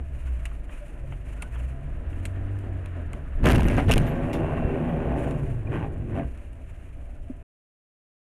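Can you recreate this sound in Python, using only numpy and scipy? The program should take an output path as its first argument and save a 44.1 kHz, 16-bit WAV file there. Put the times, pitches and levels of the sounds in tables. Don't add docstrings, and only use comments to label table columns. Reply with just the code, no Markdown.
import sys
import numpy as np
from scipy import signal
from scipy.fft import rfft, irfft, next_fast_len
from scipy.io import wavfile
from scipy.ndimage import map_coordinates

SR = 44100
rng = np.random.default_rng(int(sys.argv[2]) if len(sys.argv) > 2 else 0)


def int16_out(signal):
    q = np.round(np.clip(np.atleast_2d(signal).T, -1, 1) * 32767)
    wavfile.write(sys.argv[1], SR, q.astype(np.int16))


N = 363163

# (time [s], hold [s], level [dB])
RUSTLE_EVENTS = [(0.128, 0.42, -54), (0.713, 0.067, -47.5), (1.077, 0.041, -53.5), (1.259, 0.098, -49.5),
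                 (1.526, 0.079, -49.5), (2.103, 0.21, -56.5), (4.227, 0.13, -50.5), (5.179, 0.063, -46),
                 (5.389, 0.076, -50.5), (6.095, 0.81, -58.5)]
RUSTLE_ATTACK_S, RUSTLE_RELEASE_S, RUSTLE_BODY_DB = 0.094, 0.89, -8.5
HISS_DB = -59

# (time [s], tread blocks passing per second [Hz])
TREAD_RATE = [(0, 108), (.9, 98), (1.6, 117.3), (2.4, 188), (3.3, 172.9), (4.4, 159.3), (4.95, 159.1),
              (6.2, 87.99), (6.6, 76), (7.4, 68.25)]
CRUISE_HZ = 150
RUMBLE_DB, RUMBLE_DB_PER_OCTAVE = -33, 5
ROAR_DB, ROAR_DB_PER_OCTAVE = -46.5, 6
RUSH_DB, RUSH_DB_PER_OCTAVE = -55.5, 8.5
WHIR_DB = -63

# (time [s], firing rate [Hz])
FIRING_RATE = [(0, 71.9), (.35, 61.75), (.59, 50.3), (.9, 40.18), (1.05, 43.06), (1.25, 49.52),
               (1.45, 55.38), (1.77, 65.93), (2.18, 85.54), (2.4, 94.9), (2.57, 99.3), (2.77, 94),
               (3.08, 82.1), (3.45, 62), (4.05, 117), (4.4, 97.95), (4.88, 72.47), (5.3, 57), (6, 34.19),
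               (6.4, 29.81)]
# (time [s], lift [dB])
ENGINE_LOAD = [(0, -8), (.88, -8), (1.02, 12.5), (1.15, 12.5), (1.3, 4.5), (1.7, 3.5), (2.1, -1),
               (2.6, -2.5), (3.4, -2.5), (4.7, -1), (5.6, 14), (6.7, 12)]
# (time [s], lift [dB])
FIRING_NOTE = [(0, 0.5), (.3, 4), (1.65, 1.5), (1.85, -3), (2.25, 3), (3.05, 2.5), (3.25, -6.5), (4.1, -7),
               (4.6, -0.5), (5.3, 0.5), (6, -0.5)]
# (multiple of the firing rate, relative level [dB])
ENGINE_ORDERS = [(.5, -10.5), (1, -0.3), (1.5, -17.5), (2, -12), (2.5, -24.5), (3, -17), (3.5, -21.5),
                 (4, -30), (5, -35), (6, -40.5), (8, -37)]
# (frequency [Hz], gain [dB])
BODY_RESPONSE = [(100, -1.5), (135, 5), (160, -6), (190, -10.5), (235, -7.5), (295, 1.5), (350, 3),
                 (500, 7)]
HUNT_HZ = .5
CABIN_BOOM_HZ, CABIN_BOOM_WIDTH_HZ, CABIN_BOOM_DB = 61.5, 4.37, 9
ENGINE_DB, ENGINE_DB_PER_OCTAVE = -36.5, 8

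# (frequency [Hz], width [Hz], lift [dB])
CABIN_RESONANCES = [(248, 410, 1.5), (340, 13, 3.5), (391.5, 3.4, 7.5), (573, 6.5, 6.5), (599, 4, 8.5),
                    (673, 9.1, 11), (890, 8.3, 2.5), (996, 6.2, 9), (1630, 190, 2.5), (1840, 49, 3)]

# (time [s], level before ringing [dB], 60 dB decay [s], ring [Hz])
TICK_EVENTS = [(0.454, -26, 0.036, 2600), (0.882, -45, .02, 10000), (1.4217, -26.5, 0.036, 9000),
               (2.2533, -23.5, 0.034, 8000), (2.589, -36, .008, 12000), (2.8595, -31, .009, 3700),
               (3.1325, -27, 0.008, 2000), (5.31, -33, 0.01, 8500), (6.375, -46, .02, 6300),
               (6.53, -48, .02, 9000)]
TICK_RING_DB, TICK_RING_Q = 5.5, 7
# (time [s], level [dB])
TAP_EVENTS = [(.271, -45), (.455, -41), (.513, -46), (.693, -44), (1.123, -41), (1.424, -40), (1.556, -40),
              (2.129, -47), (3.133, -41), (4.338, -32), (4.892, -34)]
# (time [s], level [dB], pitch [Hz], 60 dB decay [s])
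KNOCK_EVENTS = [(3.352, -13.5, 30.54, 0.22), (3.882, -5, 110.3, 0.11), (3.937, -5, 80, 0.14),
                (4.65, 0.5, 62.5, 0.028), (5.701, -16, 111, 0.11), (7.2988, -18.5, 256.4, 0.06),
                (7.301, -35.5, 588, 0.045)]
# (centre [s], length [s], pitch [Hz], level [dB], whole bend [share of pitch])
SQUEAK_EVENTS = [(0.832, 0.058, 590, -43.5, -0.056), (1.047, 0.025, 545, -46, -.05),
                 (1.418, 0.045, 1439, -50, -.06), (1.455, .05, 1490, -53, .1),
                 (5.675, 0.012, 2420, -44.5, .02)]
SQUEAL_S, SQUEAL_HOLD_S, SQUEAL_HZ, SQUEAL_DB = 4.32, .41, 2715, -54.5

# (time [s], attack [s], hold [s], release [s], pressure [dB], extra grit [dB], groan pitch [Hz])
PRESSES = [(4.046, 0.76, 0.21, 2.2, -1, 1.5, 560), (4.384, 1, 0.17, 3.1, 0.5, 0.5, 633),
           (4.721, 0.84, 0.32, 1, -1.5, 1, 557), (5.119, 0.97, 0.16, 1.2, 0, -1, 660),
           (5.729, 0.28, 0.033, 0.57, -1, 5.5, 680), (5.823, 0.23, 0.029, 0.16, -5.5, 7, 720),
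           (5.957, .3, .04, 0.48, -18, -7.5, 695), (6.182, 0.67, 0.019, 0.37, -1, 2.5, 680)]
DRAG_S, DRAG_HOLD_S, DRAG_DB, DRAG_HZ = 4.12, 1.89, -10, 602.5
# (time [s], level [dB])
DRUM_LEVEL = [(3.9, -71), (4.1, -36), (4.45, -37), (5, -32.5), (5.2, -37), (5.42, -27.5), (5.56, -33.5),
              (5.72, -30.5), (5.87, -30), (5.97, -38), (6.15, -31.5), (6.3, -44), (6.6, -58), (6.8, -80)]
ARCH_DB, GROAN_DB, GRIT_DB = -27, -34.5, -42.5
GROAN_GROWTH, GRIT_GROWTH = 1.74, 1.6
GROAN_RING_DB, GROAN_WIDTH_HZ, GROAN_WANDER = -5, 28, .035
JUDDER_DB, JUDDER_PER_S = .4, 45
GROAN_CHATTER_DB, TREAD_DEPTH = .8, .4

# (time [s], hold [s], level [dB], ring [Hz])
SLIVER_EVENTS = [(3.511, .01, -28, 12020), (3.592, .015, -39, 12600), (3.657, .012, -33.5, 12200),
                 (4.074, .016, -37, 11700)]
GLASS_ATTACK_S, GLASS_RELEASE_S, GLASS_WIDTH_HZ = .03, .1, 1200

# (time [s], hold [s], body boom [dB], boom release [s], crumpling [dB])
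BLOW_EVENTS = [(3.438, 0.015, -22.5, 0.28, -24), (3.454, 0.025, -8, 0.28, -15.5),
               (3.529, 0.036, -11, 0.76, -24.5), (3.647, 0.089, -20.5, 0.72, -28.5),
               (3.775, 0.0071, -19, 0.74, -26.5), (3.883, 0.016, -11, 0.21, -21),
               (3.946, 0.02, -13.5, 0.45, -24.5)]
BOOM_ATTACK_S = 0.14
CRUMPLE_ATTACK_S, CRUMPLE_RELEASE_S = .03, .22
DEBRIS_DB, DEBRIS_RELEASE_S = -7.5, 0.95
# (time [s], level [dB], 60 dB decay [s], panel ring [Hz])
BUCKLE_EVENTS = [(3.433, -30, 0.13, 903), (3.449, -18, 0.069, 1280), (3.468, -12.5, 0.042, 1100),
                 (3.488, -17.5, 0.027, 695), (3.496, -16, 0.1, 1520), (3.531, -24, 0.15, 800),
                 (3.582, -26.5, 0.046, 1574), (3.594, -21, 0.053, 900), (3.622, -32.5, 0.061, 1000),
                 (3.655, -30, 0.082, 745), (3.684, -35.5, 0.045, 1186), (3.773, -21, 0.11, 1600),
                 (3.783, -17.5, 0.16, 748), (3.903, -20.5, 0.1, 653.6), (3.971, -26.5, 0.11, 805)]
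PANEL_RING_DB, PANEL_RING_Q, CREASE_TOP_HZ = 10, 14, 3500
# (time [s], level before SNAP_DB and ringing [dB], 60 dB decay [s], shard ring [Hz])
SNAP_EVENTS = [(3.457, -9, .016, 2400), (3.471, -1, .007, 2000), (3.4765, -11, .01, 1600),
               (3.4875, -1, .008, 1700), (3.496, -10, .007, 2100), (3.503, -8, .008, 2900),
               (3.508, -11, .016, 2700), (3.514, -10, .014, 3400), (3.521, -9, .01, 2400),
               (3.531, -16, .012, 2200), (3.549, -16, .012, 3000), (3.558, -7, .018, 2700),
               (3.581, -19, .016, 1800), (3.601, -13, .007, 2400), (3.607, -19, .01, 1300),
               (3.632, -20, .01, 2600), (3.644, -23, .012, 3200), (3.684, -18, .02, 2800),
               (3.7675, -25, .012, 6500), (3.891, -19, .012, 3000), (3.9124, 13, .005, 2650),
               (3.9182, 10, .007, 2850), (3.927, -8, .014, 2500), (3.937, 4, .009, 3100),
               (3.957, -15, .02, 3300), (3.9795, 5, .007, 2900), (4.066, -33, .05, 3600),
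               (4.331, -26, .14, 3500)]
SNAP_DB = -1.5
SHARD_RING_DB, SHARD_RING_Q = 8, 14
SPLINTERS_PER_S, SPLINTER_T60_S, SPLINTER_RANGE_DB = 2000, .004, 22
SPLINTER_LOW_HZ, SPLINTER_HIGH_HZ = 2800, 15000
SPLINTER_DB = -13
# (centre [s], length [s])
PRESSURE_SURGES = [(3.465, .008), (3.4925, .006), (3.5265, .008), (3.572, .013), (3.615, .015),
                   (3.65, .007), (3.695, .009), (3.9525, .013)]
SURGE_DB = -6

# (frequency [Hz], relative level [dB])
RUMBLE_COLOUR = [(12, -15.5), (22, -3), (30, -4), (42, -10.5), (62, -4), (90, -18.5), (150, -23),
                 (200, -37.5), (400, -81.5)]
ROAR_COLOUR = [(90, -11.5), (150, -0.5), (190, 1.5), (260, 5.5), (400, -3.5), (510, -3), (600, -4),
               (680, -5), (760, -7), (1100, -22), (2500, -33)]
RUSH_COLOUR = [(400, -35.5), (900, 3.5), (1300, 7), (1750, 5.5), (2100, 1.5), (2800, -2), (3600, -6.5),
               (5000, -11.5), (9000, -21)]
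WHIR_COLOUR = [(450, -36), (590, 3), (660, -1), (730, -7.5), (860, -29), (2000, -61.5)]
FIZZ_COLOUR = [(1200, -10), (2400, 3), (3500, -5.5), (5000, -6), (7000, 0), (9500, 0), (15000, -3.5)]
BOOM_COLOUR = [(12, -21), (28, 6), (70, 1), (110, -1.5), (150, -1), (190, -12.5), (245, -6), (340, -15.5),
               (500, -29.5), (1200, -62)]
CRUMPLE_COLOUR = [(100, -12.5), (250, 8.5), (450, 4), (680, -0.5), (1000, -7), (1600, -6.5), (2100, -8.5),
                  (2700, -10), (4000, -20), (5200, -23.5), (9000, -21), (15000, -17)]
PLASTIC_COLOUR = [(400, -15), (1500, -2.5), (2700, -1.5), (4000, -0.5), (5200, 2.5), (8000, -2.5),
                  (15000, 0)]
TICK_COLOUR = [(300, -37), (900, -16), (1600, -2), (2300, 3), (3200, 0.5), (5500, -3), (8000, 3.5),
               (10000, 1.5), (15000, -5)]
TAP_COLOUR = [(300, -10), (700, 11.5), (1200, 11.5), (2300, 1.5), (3200, 5), (5000, -43), (15000, -3)]
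ARCH_COLOUR = [(60, -15), (110, 3), (155, 4.5), (195, -7), (250, 2), (315, -5), (360, -3), (430, -8),
               (500, -13.5), (800, -34), (3000, -78)]
GROAN_COLOUR = [(350, -28), (470, 0), (560, 5), (670, 0), (760, 1.5), (880, -1), (980, -17.5),
                (1300, -20.5), (3000, -57.5)]
GRIT_COLOUR = [(400, -9.5), (800, -9), (1100, 8), (1300, -4), (1520, 4), (1700, -3), (1890, 0), (2100, -5),
               (2450, -2.5), (2730, -5.5), (3100, -9), (4500, -20), (9000, -19)]

# (frequency [Hz], gain [dB])
MICROPHONE_RESPONSE = [(2850, -1), (3300, -7.5), (3900, -11.5), (5000, -17.5), (7000, -13.5), (8000, -16),
                       (9500, -10.5), (12000, -20.5), (15000, -25.5)]
LEAK_DB, LEAK_HZ = -21, 2200
CUT_S, TOP_HZ = 7.43, 15400


def amp(db):
    return 10 ** (np.asarray(db) / 20)


def unit(x):
    return x / np.sqrt(np.mean(x ** 2) + 1e-20)


def curves(rows):
    s, *cols = np.transpose(rows)
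    return [np.interp(np.arange(N) / SR, s, c) for c in cols]


def wobble(rate):
    points = rng.standard_normal(int(N * rate / SR) + 4)
    return map_coordinates(points, [np.arange(N) * rate / SR])


def cycles(hz):
    return 2 * np.pi * np.cumsum(hz) / SR


def envelope(s, attack, hold, release):
    t = np.arange(N) / SR - s
    distance = np.maximum(-t / attack, (t - hold) / release)
    return amp(-60 * np.clip(distance, 0, 3))


def together(gains):
    return np.sqrt(sum(g ** 2 for g in gains))


def add(track, s, sound):
    part = track[round(s * SR):][:len(sound)]
    part += sound[:len(part)]


def colour(x, points):
    size = 2 * next_fast_len(len(x) // 2 + 4096)
    hz, db = np.transpose(points)
    gain = amp(np.interp(np.log(np.fft.rfftfreq(size, 1 / SR) + 1), np.log(hz), db))
    cepstrum = irfft(np.log(gain))
    cepstrum[1:size // 2] *= 2
    cepstrum[size // 2 + 1:] = 0
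    return irfft(rfft(x, size) * np.exp(rfft(cepstrum)))[:len(x)]


def ring(x, hz, q, db):
    return x + (amp(db) - 1) * signal.lfilter(*signal.iirpeak(hz, q, fs=SR), x)


def cabin(x):
    for hz, width, db in CABIN_RESONANCES:
        x = ring(x, hz, hz / width, db)
    return x


def noise(points):
    return unit(cabin(colour(rng.standard_normal(N), points)))


def crackle(points, rate, spread_db):
    sizes = rng.choice([-1, 1], N) * amp(spread_db * np.clip(rng.standard_normal(N), -2, 2))
    fractures = sizes * (rng.random(N) < rate / SR)
    return unit(cabin(colour(fractures, points)))


def burst(points, t60, cabin_db, cabin_t60):
    t = np.arange(SR // 4) / SR
    fade = amp(-60 * t / t60) + amp(cabin_db - 60 * t / cabin_t60)
    return unit(colour(rng.standard_normal(len(t)), points)) * fade


def tone(hz, waver):
    return np.sqrt(2) * np.sin(cycles(hz * (1 + waver * wobble(120))))


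def rasp(hz, width_hz, wander):
    phase = cycles(hz * (1 + wander * wobble(12)))
    return unit(wobble(width_hz) * np.sin(phase) + wobble(width_hz) * np.cos(phase))


def rustles():
    swell = together(amp(db) * envelope(s, RUSTLE_ATTACK_S, hold, RUSTLE_RELEASE_S)
                     for s, hold, db in RUSTLE_EVENTS)
    fizz = together([swell, amp(HISS_DB)]) * noise(FIZZ_COLOUR)
    body = amp(RUSTLE_BODY_DB) * swell * noise(RUSH_COLOUR)
    return amp(2.3 * wobble(60)) * (fizz + body)


def road():
    octaves = np.log2(curves(TREAD_RATE)[0] / CRUISE_HZ)
    rumble_db = RUMBLE_DB + RUMBLE_DB_PER_OCTAVE * octaves + 1.2 * wobble(8)
    roar_db = ROAR_DB + ROAR_DB_PER_OCTAVE * octaves + 1.8 * wobble(15)
    rush_db = RUSH_DB + RUSH_DB_PER_OCTAVE * octaves + 1.6 * wobble(30)
    rumble = amp(rumble_db) * noise(RUMBLE_COLOUR)
    roar = amp(roar_db) * noise(ROAR_COLOUR)
    rush = amp(rush_db) * noise(RUSH_COLOUR)
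    return rumble + roar + rush + amp(WHIR_DB) * noise(WHIR_COLOUR)


def engine():
    hz, = curves(FIRING_RATE)
    load_db, = curves(ENGINE_LOAD)
    note_db, = curves(FIRING_NOTE)
    boom_db = note_db + CABIN_BOOM_DB / (1 + ((hz - CABIN_BOOM_HZ) / CABIN_BOOM_WIDTH_HZ) ** 2)
    phase = cycles(hz + HUNT_HZ * wobble(18))
    out = np.zeros(N)
    for order, order_db in ENGINE_ORDERS:
        if abs(order - 1) > 1 / 4:
            lift_db = load_db + 3 * wobble(16)
        else:
            lift_db = boom_db + 1.1 * wobble(12)
        out += amp(order_db + lift_db) * np.sin(order * phase + 2 * np.pi * rng.random())
    speed_db = ENGINE_DB + ENGINE_DB_PER_OCTAVE * np.log2(hz / CABIN_BOOM_HZ)
    return np.sqrt(2) * amp(speed_db) * colour(out, BODY_RESPONSE)


def ticks():
    out = amp(-71.5) * crackle(TICK_COLOUR, rate=10.0, spread_db=0.5)
    for s, db, t60, hz in TICK_EVENTS:
        tick = burst(TICK_COLOUR, t60, cabin_db=-24.0, cabin_t60=0.17)
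        add(out, s, amp(db) * ring(tick, hz, TICK_RING_Q, TICK_RING_DB))
    for s, db in TAP_EVENTS:
        add(out, s, amp(db) * burst(TAP_COLOUR, t60=0.062, cabin_db=-19, cabin_t60=0.3))
    return out


def knocks():
    out, t = np.zeros(N), np.arange(SR // 3) / SR
    soft_start = 1 - np.exp(-t / 0.003)
    for s, db, hz, t60 in KNOCK_EVENTS:
        add(out, s, -amp(db - 60 * t / t60) * soft_start * np.sin(2 * np.pi * hz * t))
    return out


def squeaks():
    squeal = envelope(SQUEAL_S, attack=0.25, hold=SQUEAL_HOLD_S, release=0.3)
    out = amp(SQUEAL_DB) * squeal * rasp(SQUEAL_HZ, width_hz=70, wander=.005)
    for s, length, hz, db, bend in SQUEAK_EVENTS:
        progress = np.clip((np.arange(N) / SR - s) / length, -.5, .5)
        swell = np.cos(np.pi * progress)
        out += amp(db) * swell * tone(hz * (1 + bend * progress), waver=0.0117)
    return out


def rubbing():
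    contact = amp(DRAG_DB) * envelope(DRAG_S, attack=0.3, hold=DRAG_HOLD_S, release=0.6)
    presses = [(amp(db) * envelope(s, attack, hold, release), grit_db, hz)
               for s, attack, hold, release, db, grit_db, hz in PRESSES]
    presses.append((contact, 0, DRAG_HZ))
    pressure = together(press for press, _, _ in presses)
    scrape = together(amp(grit_db) * press ** GRIT_GROWTH for press, grit_db, _ in presses)

    tread_hz, = curves(TREAD_RATE)
    phase = cycles(tread_hz * (1 + 0.045 * wobble(45)))
    drum = amp(curves(DRUM_LEVEL)[0]) * rasp(tread_hz, width_hz=28, wander=.035)
    comb = sum(amp(4.07 * wobble(14)) * np.sin(k * phase / 2 + 2 * np.pi * rng.random())
               for k in range(2, 18))

    def drive(points):
        return unit(noise(points) + unit(cabin(colour(comb, points))))

    def groan_at(hz):
        resonance = amp(GROAN_RING_DB) * rasp(hz, GROAN_WIDTH_HZ, GROAN_WANDER)
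        return unit(drive(GROAN_COLOUR) + resonance)

    roar = amp(ARCH_DB) * pressure * drive(ARCH_COLOUR)
    groans = sum(press ** GROAN_GROWTH * groan_at(hz) for press, _, hz in presses)
    groan = amp(GROAN_DB + GROAN_CHATTER_DB * wobble(70)) * groans
    grit = amp(GRIT_DB + .8 * wobble(60)) * scrape * crackle(GRIT_COLOUR, rate=5000, spread_db=3)
    judder = amp(JUDDER_DB * wobble(JUDDER_PER_S))
    blocks = 1 + TREAD_DEPTH * np.sin(phase)
    return drum + judder * roar + blocks * (judder * groan + grit)


def glass():
    return sum(amp(db) * envelope(s, GLASS_ATTACK_S, hold, GLASS_RELEASE_S)
               * rasp(hz, GLASS_WIDTH_HZ, wander=.004)
               for s, hold, db, hz in SLIVER_EVENTS)


def splinters():
    out, t = np.zeros(N), np.arange(SR // 50) / SR
    for when, pitch, size in rng.random((round(SPLINTERS_PER_S * N / SR), 3)):
        hz = SPLINTER_LOW_HZ * (SPLINTER_HIGH_HZ / SPLINTER_LOW_HZ) ** pitch
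        fade = amp(-SPLINTER_RANGE_DB * size - 60 * t / SPLINTER_T60_S)
        add(out, when * N / SR, fade * np.sin(2 * np.pi * hz * t))
    return unit(out)


def buckle(t60, hz):
    t = np.arange(SR // 4) / SR
    fractures = rng.standard_normal(len(t)) * (rng.random(len(t)) < 1500 / SR)
    fractures[0] = 3
    steady = ring(colour(fractures, CRUMPLE_COLOUR), hz, PANEL_RING_Q, PANEL_RING_DB)
    dulled = signal.lfilter(*signal.butter(1, CREASE_TOP_HZ, fs=SR), steady)
    return unit(dulled) * amp(-60 * t / t60)


def collision():
    boom = together(amp(db) * envelope(s, BOOM_ATTACK_S, hold, release)
                    for s, hold, db, release, _ in BLOW_EVENTS)
    crush = together(amp(db + tail_db) * envelope(s, CRUMPLE_ATTACK_S, hold, release)
                     for s, hold, _, _, db in BLOW_EVENTS
                     for tail_db, release in [(0, CRUMPLE_RELEASE_S), (DEBRIS_DB, DEBRIS_RELEASE_S)])
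    panels = amp(1.2 * wobble(140)) * crackle(CRUMPLE_COLOUR, rate=2600, spread_db=4)
    out = boom * noise(BOOM_COLOUR) + crush * (panels + amp(SPLINTER_DB) * splinters())
    for s, length in PRESSURE_SURGES:
        add(out, s - length / 2, amp(SURGE_DB) * np.hanning(round(length * SR)))
    for s, db, t60, hz in BUCKLE_EVENTS:
        add(out, s, amp(db) * buckle(t60, hz))
    for s, db, t60, hz in SNAP_EVENTS:
        snap = burst(PLASTIC_COLOUR, t60, cabin_db=-36, cabin_t60=.1)
        add(out, s, amp(db + SNAP_DB) * ring(snap, hz, SHARD_RING_Q, SHARD_RING_DB))
    return out


def scene():
    background = rustles() + road() + engine()
    small_parts = ticks() + knocks() + squeaks()
    return (background + small_parts + rubbing() + glass() + collision())[None]


def overload(x, upper, lower, hardness):
    limit = np.where(x > 0, upper, lower)
    leak = amp(LEAK_DB) * signal.lfilter(*signal.butter(1, LEAK_HZ, "high", fs=SR), x)
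    return x / (1 + np.abs(x / limit) ** hardness) ** (1 / hardness) + leak


def record(dry):
    x = overload(dry[0], upper=.2, lower=.35, hardness=3)
    x = colour(x, MICROPHONE_RESPONSE)
    x = signal.sosfilt(signal.butter(1, 8, "high", fs=SR, output="sos"), x)
    x = x * np.clip((CUT_S - np.arange(N) / SR) / .004, 0, 1)
    return signal.sosfilt(signal.ellip(10, .1, 90, TOP_HZ, fs=SR, output="sos"), x)[None]


dry = scene()
out = record(dry)
int16_out(out)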